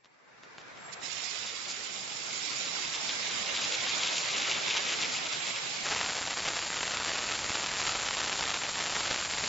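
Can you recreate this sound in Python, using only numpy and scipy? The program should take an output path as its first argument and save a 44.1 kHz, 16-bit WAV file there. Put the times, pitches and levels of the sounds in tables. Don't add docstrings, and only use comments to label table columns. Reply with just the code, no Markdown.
import sys
import numpy as np
from scipy import signal
from scipy.fft import rfft, irfft, next_fast_len
from scipy.io import wavfile
from scipy.ndimage import uniform_filter1d

SR = 44100
rng = np.random.default_rng(int(sys.argv[2]) if len(sys.argv) > 2 else 0)


def to_wav(sig):
    pcm = np.clip(np.atleast_2d(sig), -1, 1) * 32767
    pcm = np.round(pcm).astype(np.int16)
    wavfile.write(sys.argv[1], SR, pcm.T)


N = 418068

CUTOFF_HZ = 7600
PUFF_S, PUFF_LENGTH_S, PUFF_DB = 0.927, 0.013, -1.5
VALVE_OPEN_S, VALVE_RAMP_S = 1.035, 0.013
BURST_ATTACK_S, BURST_RELEASE_S = 0.0065, 0.007
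JET_START_S, JET_FADE_S = 5.83, 0.0082

# frequency_hz, level_db
ROAR_SPECTRUM = [(20, -18), (65, -16), (125, -1.5), (220, -1.5), (350, -2), (480, 0.5), (700, 0.5),
                 (1200, 1), (1800, 0.5), (2300, -0.5), (3000, -11), (5000, -11.5), (7600, -18)]
# time_s, level_db
ROAR_LEVELS = [(0,-69),(.35,-59),(.6,-51.5),(1,-47),(2.1,-47),(2.6,-44),(3.7,-40.5),(5,-40),(5.8,-43.5)]
# frequency_hz, level_db
WASH_SPECTRUM = [(1700, -29), (1900, -15), (2050, 3.5), (3000, 2), (3950, 3.5), (4250, -14), (6200, -1),
                 (7500, -16)]

# time_s, level_db
WHISTLE_LEVELS = [(.74,-85),(.82,-55),(1.05,-62),(1.65,-62),(2.1,-50.5),(3.5,-63),(5.1,-60),(5.4,-46),(5.8,-56.5),(9.48,-54.5)]
# time_s, body_db, sizzle_db, wash_db
SHEET_GAS_LEVELS = [(1.03,-41,-37,-56),(1.3,-38.5,-36.5,-45),(1.65,-42,-39.5,-44.5),(2.24,-44,-37.5,-42),(2.36,-38.5,-35,-40.5),(3.25,-40,-35,-35.5),(3.6,-31.5,-34.5,-37.5),(4.6,-32,-36.5,-40),(5.2,-34.5,-38,-40),(5.8,-40.5,-38,-38)]
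# frequency_hz, level_db
BODY_SPECTRUM = [(1700, -33.5), (1900, -5), (2050, 0), (3000, -1.5), (4000, 0), (4700, -17)]
# frequency_hz, level_db
SIZZLE_SPECTRUM = [(3400, -26), (4300, 1), (5000, 2.5), (5600, 1.5), (6250, -7), (6900, 4.5), (7600, -3)]

# time_s, crackle_db, hiss_db
SPUTTER_LEVELS = [(0,-90,-96),(.5,-70,-74),(1,-58,-67),(1.06,-52.5,-56),(2.2,-51.5,-49.5),(3.4,-46,-47),(4.05,-39,-37.5),(4.95,-39,-36.5),(5.4,-43,-47.5),(5.8,-49,-48)]
# start_s, length_s, crackle_db, hiss_db
GAS_BURSTS = [(.045,0.018,-67,-69),(.432,0.017,-63,-63),(.584,.025,-62,-58),(1.459,0.035,-40,-38),(1.683,0.039,-52.5,-38),
              (2.295,0.067,-47.5,-46),(2.522,.02,-42.5,-41),(2.648,.03,-40,-38),(2.835,.06,-43,-48),(2.935,.03,-39,-37),
              (3.09,.025,-36,-34.5),(3.215,0.028,-43,-38),(3.298,.022,-37.5,-43),(3.44,.04,-38.5,-51),(3.544,.055,-35.5,-36.5),
              (3.613,.04,-35,-32.5),(3.72,.03,-35.5,-33.5),(3.799,.03,-43.5,-36.5),(3.865,0.049,-34,-35),(3.998,.1,-32.5,-35.5),
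              (4.135,.09,-40.5,-35),(4.292,.14,-35,-39),(4.451,.145,-33.5,-36.5),(4.693,.085,-32,-40.5),(4.864,.08,-34,-39),
              (5.008,0.048,-34.5,-36.5),(5.121,0.063,-40.5,-34.5),(5.255,.025,-37,-39),(5.316,.035,-41.5,-38),(5.455,0.039,-40.5,-35),
              (5.545,0.043,-42.5,-40.5),(5.74,0.031,-45.5,-42)]
# frequency_hz, level_db
SPIT_CRACKLE_SPECTRUM = [(60, -21), (400, -18), (1000, -8.5), (1850, -12), (2100, 6), (2800, 7), (3950, 5),
                         (4400, -1.5), (6000, 1), (7600, -13.5)]
# frequency_hz, level_db
SPIT_RUMBLE_SPECTRUM = [(15,-8.5),(50,-12),(150,-13.5),(400,-4),(1000,2.5),(1900,4),(3000,-7.5)]
# frequency_hz, level_db
SPIT_HISS_SPECTRUM = [(3300,-8.5),(4300,1.5),(5500,-1.5),(6300,-3.5),(7000,1.5),(7600,-0.5)]
# pitch_hz, width_hz, level_db
SLOT_MODES = [(2260,540,-1.5),(2750,680,.5),(3370,640,-0.5),(3810,420,0.5)]
# time_s, pitch_hz
SPURT_CENTRES = [(3.5,3600),(4.5,2700),(5.8,2850)]
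# start_s, front_db, spatter_db
MELT_POPS = [(.046,-35.5,-56),(.057,-40,-53),(.435,-29.5,-47),(.583,-27,-41),(.615,-32,-51),(.683,-33,-54),(.775,-32,-52),(4.751,-15,-34),(4.774,-18,-37),(5.07,-22,-42),(5.927,-20,-32),
             (6.006,-15,-30),(6.062,-10,-28.5),(6.809,-20,-29),(7.09,-17,-34),(7.502,-14,-27.5),(7.88,-12,-36),(8.425,-16,-32),(8.829,-19,-40),(9.112,-8,-29.5)]
# frequency_hz, level_db
SPATTER_SPECTRUM = [(100,7.5),(350,0.5),(1400,4),(3000,-1),(4500,-19),(7600,-20.5)]

# time_s, crackle_db, hiss_db
JET_LEVELS = [(5.95,-34,-37.5),(6.15,-37,-39),(6.75,-36.5,-39),(7.45,-35,-38),(8.45,-35,-38),(8.65,-36,-40),(8.95,-35,-37.5),(9.3,-36.5,-39),(9.48,-33.5,-36.5)]
# start_s, length_s, crackle_change_db, hiss_change_db
JET_SURGES = [(6.475,.025,3.5,.3),(6.556,0.017,0.5,2),(6.96,0.063,2.5,-1.5),(7.07,.03,2,1),(7.3,0.055,1.5,-1),(7.787,.03,1.5,2.5),(7.869,0.0096,5,7),(8.784,0.02,2.5,1),(8.963,0.055,3,1),(9.105,.02,2,2)]
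# frequency_hz, level_db
SHOCK_SPECTRUM = [(30, -3), (350, 0.5), (700, 1.5), (1500, 1), (3000, 0.5), (4500, -3.5), (6200, -5),
                  (7600, -17)]
# frequency_hz, level_db
RUSH_SPECTRUM = [(15, -8.5), (45, -2), (130, 0.5), (350, -4), (550, -2), (1000, -2.5), (2500, 0.5),
                 (4000, -1), (6000, -24)]
# frequency_hz, level_db
JET_HISS_SPECTRUM = [(1500, -25), (3000, -11), (4500, 2), (5400, -0.5), (6250, -3), (6900, 4.5), (7600, 4)]
# pitch_hz, width_hz, level_db
MELT_MODES = [(697, 260, -4), (950, 270, 0), (1340, 330, 1.5), (1830, 390, -1.5), (2540, 450, 2)]


def from_db(db):
    return 10 ** (np.asarray(db) / 20)


def rms_one(x):
    return x / np.sqrt(np.mean(x ** 2) + 1e-20)


def gains(rows):
    times_s, *columns = np.transpose(rows)
    return [from_db(np.interp(np.arange(N) / SR, times_s, db)) for db in columns]


def gate(start_s, length_s, attack_s=BURST_ATTACK_S, release_s=BURST_RELEASE_S):
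    t = np.arange(N) / SR - start_s
    log_gain = np.minimum(t / attack_s, 0) - np.maximum(t - length_s, 0) / release_s
    return np.exp(np.maximum(log_gain, -np.log(1e9)))


def drift(rate_hz):
    step, settle = 40, 2000
    pole = np.exp(-2 * np.pi * rate_hz * step / SR)
    noise = rng.standard_normal(N // step + settle + 2)
    slow = signal.lfilter([1], [1, -2 * pole, pole * pole], noise)[settle:]
    return np.interp(np.arange(N) / step, np.arange(len(slow)), rms_one(slow))


def coloured(x, spectrum):
    size = next_fast_len(N)
    hz, db = np.transpose(spectrum)
    hz, db = np.r_[hz[0] / 2, hz, hz[-1] * 2], np.r_[db[0] - 40, db, db[-1] - 40]
    bins_hz = np.maximum(np.arange(size // 2 + 1) * SR / size, 1)
    response = from_db(np.interp(np.log(bins_hz), np.log(hz), db)) * (bins_hz < CUTOFF_HZ)
    return rms_one(irfft(rfft(x, size) * response, size)[..., :N])


def turbulence(spectrum, flutter_db, flutter_hz, channels=1):
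    return coloured(rng.standard_normal((channels, N)), spectrum) * from_db(flutter_db * drift(flutter_hz))


def watery(x, depth_db):
    spectra = signal.stft(x, nperseg=1024)[2]
    chance = uniform_filter1d(rng.standard_normal(spectra.shape[-2:]), size=4, axis=-1)
    chance = uniform_filter1d(chance, size=3, axis=-2)
    dips = np.minimum(rms_one(chance), 0.5)
    return rms_one(signal.istft(spectra * from_db(depth_db * dips))[1][..., :N])


def resonance(pitch_hz, width_hz):
    edges_hz = np.clip([pitch_hz - width_hz / 2, pitch_hz + width_hz / 2], 20, 0.45 * SR)
    band = signal.butter(2, edges_hz, "band", fs=SR, output="sos")
    return rms_one(signal.sosfilt(band, rng.standard_normal(N)))


def flaring(modes, fast_db, slow_db, centre_hz, spread_hz):
    ringing = 0
    for pitch_hz, width_hz, level_db in modes:
        favoured = np.exp(-0.5 * ((pitch_hz - centre_hz) / spread_hz) ** 2)
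        flare = from_db(level_db + fast_db * drift(rate_hz=90) + slow_db * drift(rate_hz=9))
        ringing = ringing + favoured * flare * resonance(pitch_hz, width_hz)
    return rms_one(ringing)


def shock_train(per_s, clump_db, clump_hz):
    eddies = from_db(clump_db * drift(clump_hz))
    born = rng.random(N) < per_s * eddies / eddies.mean() / SR
    return born * rng.rayleigh(1, N) * eddies ** 0.22


def relax(fronts, corner_hz):
    return signal.sosfilt(signal.butter(1, corner_hz, "high", fs=SR, output="sos"), fronts)


def hall(wash):
    level, = gains(ROAR_LEVELS)
    roar = watery(turbulence(ROAR_SPECTRUM, flutter_db=0.76, flutter_hz=29, channels=2), depth_db=4)
    reflections = turbulence(WASH_SPECTRUM, flutter_db=0.6, flutter_hz=15, channels=2)
    return level * from_db(2) * roar + wash * from_db(-3) * reflections


def whistle():
    level, = gains(WHISTLE_LEVELS)
    return level * resonance(pitch_hz=7440, width_hz=200)


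def over_sheet(force):
    puff = from_db(PUFF_DB) * gate(PUFF_S, PUFF_LENGTH_S, attack_s=0.005, release_s=0.0054)
    valve = puff + gate(VALVE_OPEN_S, N / SR, VALVE_RAMP_S, VALVE_RAMP_S)
    halving_db, steepness = (-37.5, -35, -39), 2.64
    drains = [1 + (force / from_db(db)) ** steepness for db in halving_db]
    return [valve * level / drain for level, drain in zip(gains(SHEET_GAS_LEVELS), drains)]


def nozzle(body, sizzle):
    lower = body * turbulence(BODY_SPECTRUM, flutter_db=2.5, flutter_hz=25)
    upper = sizzle * turbulence(SIZZLE_SPECTRUM, flutter_db=1.07, flutter_hz=28)
    hiss = lower + upper
    return hiss.std() * watery(hiss, depth_db=6.5) * from_db([[-26], [0]])


def blow_through():
    crackle_power, hiss_power = np.square(gains(SPUTTER_LEVELS))
    for start_s, length_s, crackle_db, hiss_db in GAS_BURSTS:
        burst = gate(start_s, length_s)
        crackle_power += (burst * from_db(crackle_db)) ** 2
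        hiss_power += (burst * from_db(hiss_db)) ** 2
    return np.sqrt(crackle_power), np.sqrt(hiss_power)


def spitting(force, hiss_level):
    centre_hz = np.interp(np.arange(N) / SR, *np.transpose(SPURT_CENTRES))
    fronts = shock_train(per_s=520, clump_db=3.5, clump_hz=60)
    crackle = coloured(relax(fronts, corner_hz=350), SPIT_CRACKLE_SPECTRUM)
    spurts = flaring(SLOT_MODES, fast_db=3, slow_db=0.7, centre_hz=centre_hz, spread_hz=950)
    rumble = turbulence(SPIT_RUMBLE_SPECTRUM, flutter_db=3.5, flutter_hz=15)
    hiss = turbulence(SPIT_HISS_SPECTRUM, flutter_db=1.3, flutter_hz=24)
    spit = from_db(-2) * crackle + from_db(-4.5) * spurts + from_db(-13) * rumble
    return force * spit + hiss_level * from_db(-3) * hiss


def pops():
    fronts, kicks = np.zeros((2, N))
    for start_s, front_db, spatter_db in MELT_POPS:
        at = round(start_s * SR)
        fronts[at] = from_db(front_db) * SR / (2 * CUTOFF_HZ)
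        kicks[at] = from_db(spatter_db)
    decay_s, edge_hz = 0.003, 4400
    tails = signal.lfilter([1], [1, -np.exp(-1 / (decay_s * SR))], kicks + 1e-18)
    spatter = tails * coloured(rng.standard_normal(N), SPATTER_SPECTRUM)
    rounded = signal.sosfilt(signal.butter(2, edge_hz, fs=SR, output="sos"), fronts)
    return relax(rounded, corner_hz=500) + spatter


def jet_strength():
    crackle, hiss = gains(JET_LEVELS) * from_db(0.05 * drift(rate_hz=20))
    for start_s, length_s, crackle_db, hiss_db in JET_SURGES:
        surge = gate(start_s, length_s)
        crackle *= from_db(crackle_db * surge)
        hiss *= from_db(hiss_db * surge)
    return crackle, hiss


def jet():
    force, hiss_level = jet_strength()
    fronts = shock_train(per_s=450, clump_db=2.5, clump_hz=75)
    shocks = coloured(relax(fronts, corner_hz=450), SHOCK_SPECTRUM)
    rush = turbulence(RUSH_SPECTRUM, flutter_db=0.5, flutter_hz=40)
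    gurgle = flaring(MELT_MODES, fast_db=3, slow_db=3, centre_hz=1400, spread_hz=1800)
    hiss = turbulence(JET_HISS_SPECTRUM, flutter_db=0.83, flutter_hz=35)
    blast = from_db(-0.84) * shocks + from_db(-6) * rush + from_db(-10.5) * gurgle
    return force * blast + hiss_level * from_db(-0.8) * hiss


def scene():
    centred = np.clip((np.arange(N) / SR - JET_START_S) / JET_FADE_S, 0, 1)
    force, hiss_level = blow_through()
    body, sizzle, wash = over_sheet(force)
    lip = whistle()
    wide = hall(wash) + nozzle(body, sizzle) + spitting(force, hiss_level) + lip * from_db([[-4], [2]])
    return np.sqrt(1 - centred) * wide + np.sqrt(centred) * (jet() + lip) + pops()


def record(dry):
    lowpass = signal.firwin(801, CUTOFF_HZ, fs=SR, window=("kaiser", 8))
    return signal.fftconvolve(dry, lowpass[None], "same", axes=1)


dry = scene()
out = record(dry)
to_wav(out)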